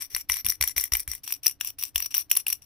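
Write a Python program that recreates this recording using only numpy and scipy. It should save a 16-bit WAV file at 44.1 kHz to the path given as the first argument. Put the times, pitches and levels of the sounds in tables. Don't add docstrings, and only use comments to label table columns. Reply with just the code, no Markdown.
import sys
import numpy as np
from scipy import signal
from scipy.fft import rfft, irfft
from scipy.io import wavfile
from scipy.ndimage import uniform_filter1d

SR = 44100
rng = np.random.default_rng(int(sys.argv[2]) if len(sys.argv) > 2 else 0)


def rack_gain(trim_db):
    fader = np.asarray(trim_db, float)
    return 10 ** (fader / 20)


def put_to_file(sound):
    columns = np.atleast_2d(sound).T
    safe = np.clip(columns, -1, 1)
    whole_steps = np.round(safe * 32767)
    wavfile.write(sys.argv[1], SR, whole_steps.astype(np.int16))


N = 116865

# start in seconds, end in seconds, first level in dB, last level in dB.
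ROLLS = [(0, 0.065, -36.5, -55.5), (0.096, 0.216, -50.5, -43.5), (0.285, 0.41, -42.5, -44.5),
         (0.448, 0.555, -37.5, -51), (0.603, 0.718, -38, -46.5), (0.759, 0.878, -36, -51),
         (0.916, 1.032, -36, -53.5), (1.079, 1.19, -41.5, -59), (1.23, 1.266, -47, -56),
         (1.261, 1.322, -45, -52), (1.331, 1.371, -43.5, -58.5), (1.427, 1.522, -42.5, -49.5),
         (1.597, 1.696, -49, -45), (1.781, 1.893, -44, -55), (1.942, 2.063, -50.5, -41.5),
         (2.102, 2.136, -46, -51), (2.14, 2.222, -30.5, -47.5), (2.293, 2.412, -47, -45),
         (2.461, 2.558, -39.5, -56), (2.615, 2.649, -54, -66.5)]
# start in seconds, glass level in dB, cone ring in dB relative to glass, wood in
# dB relative to glass, strongest glass pitch in Hz.
BOUNCES = [(0.1067, -42.5, 0, -12.5, 9030), (0.148, -14.5, -2.5, -16, 13300),
           (0.1636, -13.5, -23, -12, 10800), (0.1804, -27, -22, -18, 11100),
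           (0.298, -8, -22.5, -11, 10840), (0.3186, -15, -8, -16, 10100),
           (0.3402, -15.5, -20, -12.5, 10900), (0.3554, -24.5, -11, -21, 14600),
           (0.3676, -19, -21, -15, 10800), (0.4469, -19.5, -13, -17, 13000),
           (0.464, -9, -22.5, -13.5, 11600), (0.486, -15.5, -6, -20, 10700),
           (0.4968, -11, -15, -24, 13500), (0.5008, -8, -12, -30.5, 12900),
           (0.511, -21, -10, -25, 9380), (0.5212, -19, -22, -17, 13500),
           (0.611, -9.5, -8, -12, 11000), (0.6246, -10, -6.5, -12, 10700),
           (0.6384, -11.5, -26, -14, 15000), (0.6761, -13.5, -18, -16, 13100),
           (0.6837, -21, -3, -27, 9430), (0.7647, -21, -2, -9, 10300),
           (0.7795, -7.5, -20, -15.5, 13300), (0.7981, -18.5, -7, -22, 10700),
           (0.81, -13.5, -20, -27, 13100), (0.8386, -12.5, -17, -20.5, 13000),
           (0.8544, -24.5, -15, -17, 13100), (0.921, -14, -10.5, -12, 10800),
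           (0.9351, -9, -7.5, -17.5, 10200), (0.9518, -10.5, -19, -10.5, 12200),
           (0.9687, -14, -34, -32.5, 12300), (0.9961, -16.5, -16, -22.5, 12500),
           (1.0017, -19, -13, -22, 10700), (1.077, -20, -20, -10.5, 10800),
           (1.1149, -20.5, -4.5, -16, 10800), (1.134, -21.5, -27, -18, 11000),
           (1.15, -23, -17, -17.5, 10700), (1.277, -20.5, -18, -6.5, 12000),
           (1.3236, -8.5, -17, -24, 12300), (1.4663, -6, -4.5, -20, 12000),
                (1.4791, -9, -15, -24, 10800), (1.4954, -23, -15, -15, 10600),
                (1.6102, -14, -17, -5.5, 12500), (1.647, -16.5, -24, -19, 14700),
                (1.6728, -18.5, -15, -21.5, 15000), (1.685, -40, -18, -29, 11600),
                (1.694, -40, -2, -17, 14800), (1.703, -27.5, -9.5, -16, 14800),
                (1.7858, -37.5, -9, -7, 11100), (1.8258, -17, -14, -18, 14800),
                (1.8363, -14, -7, -16, 12600), (1.8516, -23.5, -7, -20, 13400),
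                (1.9586, -7.5, -12.5, -13.5, 14900), (1.9788, -18.5, -5, -14.5, 10800),
                (2.0021, -16, -22, -13.5, 15200), (2.06, -21.5, -9, -17, 15100),
                (2.1474, -10, -24, -16, 11600), (2.1798, -11.5, -40, -22, 14600),
                (2.1978, -21.5, -25, -23, 10700), (2.209, -23, -22, -29, 10800),
                (2.3268, -24, -7, -17, 11100), (2.3524, -13, -31, -22, 10900),
                (2.3665, -11.5, -8, -21.5, 9300), (2.3705, -6, -22, -22, 10700),
                (2.3776, -28, -15, -15, 10700), (2.3883, -27, -30, -15, 12800),
                (2.3986, -26.5, -26, -27, 10700), (2.4667, -13.5, -48, -7, 12100),
                (2.4816, -12, -24, -19, 11900),
           (1.3056, -23, -22, -10, 12800), (2.3138, -4, -19, -17, 12500),
                     (2.501, -14, -18, -16, 12900), (1.3135, -28, -20, -25, 11000),
                     (1.339, -26, -3, -25, 11700), (1.4605, -12, -20, -14, 14500),
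                     (1.511, -26, -15, -20, 11000), (2.1425, -18, -5, -12, 9800),
                     (2.316, -13, -20, -25, 11500), (2.5261, -11, -16, -20, 13200),
                     (2.529, -14, -12, -19, 12500)]
# frequency in Hz, level in dB, t60 in seconds, left-right difference in dB.
GLASS = [(7240, -8, 0.0088, 16.5), (9530, -14, 0.022, 10.5), (10700, -1.5, 0.0079, 9),
         (11910, -1.5, 0.014, 3), (12850, -2, 0.01, -2.5), (14760, 5, 0.0057, 2)]
# frequency in Hz, level in dB, t60 in seconds, left-right difference in dB.
CONE = [(5765, 6, 0.022, 10), (5842, -4.2, 0.027, 13), (4990, -4.5, 0.0059, 3)]
# frequency in Hz, level in dB, t60 in seconds, left-right difference in dB.
WOOD = [(1150, -5, 0.0083, -5.5), (2055, 0.5, 0.033, 1), (2310, 8.5, 0.011, -1), (2810, 4.5, 0.0068, -3),
        (3240, -10, 0.02, 6)]
# frequency in Hz, level in dB, t60 in seconds,
# left-right difference in dB.
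WOOD_LOOSE = [(1168, -3, 0.0092, -5.5), (2150, -30, 0.026, 0), (2473, 1.5, .012, -5.5),
              (2773, 16.5, 0.0059, 1.5), (3343, -7.5, 0.021, -2.5)]
# lower edge in Hz, upper edge in Hz.
RADIATED_HZ = [(7040, 22000), (3420, 5747), (933, 6500)]
BOUNCE_SHARE_DB = [-6.5, -2.5, -4]
ROLL_SHARE_DB = [6.5, 1.5, -8]
# start in seconds, level in dB, swing in Hz, puff in dB relative to the swing,
# top of the puff in Hz.
THUMPS = [
    (0.139, -42, 54.4, -15.5, 200),
    (0.295, -33.5, 59.5, -18, 202),
    (0.445, -32, 73, -10, 188),
    (.465, -32, 71, -10, 197),
    (0.605, -27.5, 63, -15, 705),
    (.765, -32.5, 62, -11.5, 696),
    (0.921, -25, 60.5, -22, 300),
    (1.079, -30.5, 62, -21, 252),
    (1.952, -34, 66, -24, 202),
]
# frequency in Hz, density in dB per Hz.
ROOM_FLOOR = [(25, -7), (60, -1.5), (118, -4), (190, -16), (620, -22), (5700, -32.5), (16000, -64)]


def evened(x):
    return x / np.sqrt(np.mean(x ** 2) + 1e-20)


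def add(mix, s, sound):
    part = mix[..., max(round(s * SR), 0):][..., :sound.shape[-1]]
    part += sound[..., :part.shape[-1]]


def ring(modes, band_hz, luck, focus_hz=-1e5, lag=0., damp=0.95):
    scatter_db, detune = 3, 0.008
    focus_db, focus_width_hz = 6, 750
    hz, db, t60, pan_db = np.transpose(modes)[:, :, None]
    a = luck[:len(modes), :, None]
    t = np.arange(1024) / SR - lag * np.maximum(16 - hz / 1000, 0)
    focus = np.exp(-((hz - focus_hz) / focus_width_hz) ** 2)
    db = db + scatter_db * a[:, 0] + focus_db * focus
    side = np.array([0.5, -0.5])[:, None, None]
    phase = 2 * np.pi * hz * (1 + detune * a[:, 1]) * t
    phase = phase + side * a[:, 2] * (1.2 + hz / 9000)
    decay = rack_gain(db + side * pan_db - 60 * abs(t) / (damp * t60))
    out = ((t >= 0) * decay * np.sin(phase)).sum(1)
    out = signal.sosfilt(signal.butter(4, band_hz, "band", fs=SR, output="sos"), out)
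    return out / np.sqrt((out[:, :128] ** 2).mean())


def bodies(luck, s, focus_hz, low_hz, damp=0.83):
    lag_s_per_khz, grip_shifts_s = 0.00015, 1.2
    minor = []
    for u in np.linspace(0, 1, num=34):
        minor.append((8385 + u * (14970 - 8385), -16.5, 0.014, 11.5 * (1 - u)))
    wood = WOOD_LOOSE if s > grip_shifts_s else WOOD
    return [ring(GLASS + minor, (low_hz, RADIATED_HZ[0][1]), luck, focus_hz, lag_s_per_khz, damp),
            ring(CONE, RADIATED_HZ[1], 0.5 * luck[8:]),
            ring(wood, RADIATED_HZ[2], 0.5 * luck[16:])]


def rolling():
    per_s, size_db, lump_db = 5000, 2.5, 3
    same = 0.36
    on_s, off_s = 0.0063, 0.0031
    low_hz, damp, vary = 7870, 0.4, 1.32
    out = np.zeros((2, N))
    size = rng.standard_normal((3, N)) * rack_gain(size_db * np.minimum(rng.exponential(1, N), 4))
    size = size * (rng.random(N) < per_s / SR)
    lumps = uniform_filter1d(rng.standard_normal(N), size=150)
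    lumps = evened(uniform_filter1d(lumps, size=150))
    grit = np.sqrt(same) * size[0] + np.sqrt(1 - same) * size[1:]
    grit = grit / size.std() * rack_gain(lump_db * lumps)
    for start, end, first_db, last_db in ROLLS:
        t = np.arange(round(start * SR), min(round((end + 0.0426) * SR), N))
        u = t / SR
        edge = np.clip((u - start) / on_s, 0, 1) ** 2 * np.exp(np.minimum(end - u, 0) / off_s)
        level = edge * rack_gain(np.interp(u, [start, end], [first_db, last_db]))
        travel = np.pi / 2 * np.clip((u - start) / (end - start), 0, 1)
        for share in np.cos(travel), np.sin(travel):
            luck = vary * rng.standard_normal((40, 3))
            parts = bodies(luck, start, rng.uniform(7700, 14800), low_hz, damp)
            body = np.zeros((2, 1024))
            for db, part in zip(ROLL_SHARE_DB, parts):
                body += rack_gain(db) * part / np.sqrt((part ** 2).sum() / 2)
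            add(out, u[0], signal.fftconvolve(grit[:, t] * level * share, body, axes=1))
    return out


def room(x):
    room_db, t60 = -15, 0.12
    t = np.arange(SR // 2) / SR
    tail = rng.standard_normal((2, len(t))) * rack_gain(-60 * t / t60) * (t > 0.003)
    return rack_gain(room_db) * signal.fftconvolve(x, tail / np.linalg.norm(tail[0]), axes=1)[:, :N]


def air():
    wash_db, same = -64, 0.55
    hum_hz, hum_width_hz, hum_db = 287.8, 19.5, -73.5
    hz = np.fft.rfftfreq(N, 1 / SR)
    f, db = np.transpose(ROOM_FLOOR)
    z = rfft(rng.standard_normal((4, N)))
    colour = rack_gain(np.interp(np.log(hz + 1), np.log(f), db))
    wash = irfft((same * z[0] + (1 - same) * z[1:3]) * colour, N)
    hum = irfft(z[3] / (1 + ((hz - hum_hz) / hum_width_hz) ** 2), N)
    return rack_gain(wash_db) * evened(wash) + rack_gain(hum_db) * evened(hum)


def bounces():
    rise_s, chatter_s, chatter_db = 0.00048, 0.0014, 6
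    out = np.zeros((2, N))
    t = np.arange(-128, 400) / SR
    shape = np.where(t < 0, np.exp(-(t / rise_s) ** 2), np.exp(-t / chatter_s))
    for s, db, cone_db, wood_db, focus_hz in BOUNCES:
        luck = rng.standard_normal((40, 3))
        chatter = rng.standard_normal(len(t)) * shape
        drive = rack_gain(chatter_db) * chatter / np.linalg.norm(chatter) + (t == 0)
        drive = drive / np.linalg.norm(drive)
        gains = rack_gain(db + np.add(BOUNCE_SHARE_DB, [0, cone_db, wood_db]))
        parts = bodies(luck, s, focus_hz, RADIATED_HZ[0][0])
        body = sum(gain * part for gain, part in zip(gains, parts))
        add(out, s + t[0], signal.fftconvolve(body, drive[None], axes=1))
    return out


def creak():
    start_s, hz, db, length_s = 0.118, 415, -64, 0.012
    u = np.arange(N) / SR - start_s
    return rack_gain(db) * np.exp(-(u / length_s) ** 2) * np.sin(2 * np.pi * hz * u)


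def thumps():
    rise_s, swing_t60 = 0.0044, 0.14
    after_hz, after_db, after_t60 = 32.7, -13, 0.28
    puff_t60, puff_side = 0.1, 0.45
    out = np.zeros((2, N))
    t = np.arange(SR // 4) / SR
    after = rack_gain(after_db - 60 * t / after_t60) * np.sin(2 * np.pi * after_hz * t)
    for s, db, swing_hz, puff_db, top_hz in THUMPS:
        swing = rack_gain(-60 * t / swing_t60) * np.sin(2 * np.pi * swing_hz * t)
        z = rng.standard_normal((3, len(t)))
        dull = signal.butter(2, (90, top_hz), "band", fs=SR, output="sos")
        puff = evened(signal.sosfilt(dull, z[0] + puff_side * z[1:]))
        puff = rack_gain(puff_db - 60 * t / puff_t60) * puff
        add(out, s, rack_gain(db) * (1 - np.exp(-t / rise_s)) * (swing + after + puff))
    return out


def scene():
    ball = rolling() + bounces()
    return ball + room(ball) + air() + creak() + thumps()


def low_pass(x):
    return signal.sosfilt(signal.butter(12, 16680, fs=SR, output="sos"), x)


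def record(dry):
    notch_hz, notch_width_hz, notch_db, edge_hz = 6700, 330, -11, 15530
    gate_db, gate_depth_db, gate_slope, gate_s = -65, -10, 0.99, 0.024
    hz = np.fft.rfftfreq(N, 1 / SR)
    notch = rack_gain(notch_db * np.exp(-((hz - notch_hz) / notch_width_hz) ** 2))
    miked = irfft(rfft(dry) * notch / (1 + (hz / edge_hz) ** 60), N)
    high = signal.sosfiltfilt(signal.butter(2, 500, "high", fs=SR, output="sos"), miked)
    power = uniform_filter1d((high ** 2).mean(0), size=int(gate_s * SR))
    level_db = 10 * np.log10(abs(power) + 1e-12)
    gain = rack_gain(np.clip(gate_slope * (level_db - gate_db), gate_depth_db, 0))
    gated = miked + (gain - 1) * high
    return low_pass(np.clip(gated, -1, 1))


dry = scene()
out = record(dry)
put_to_file(out)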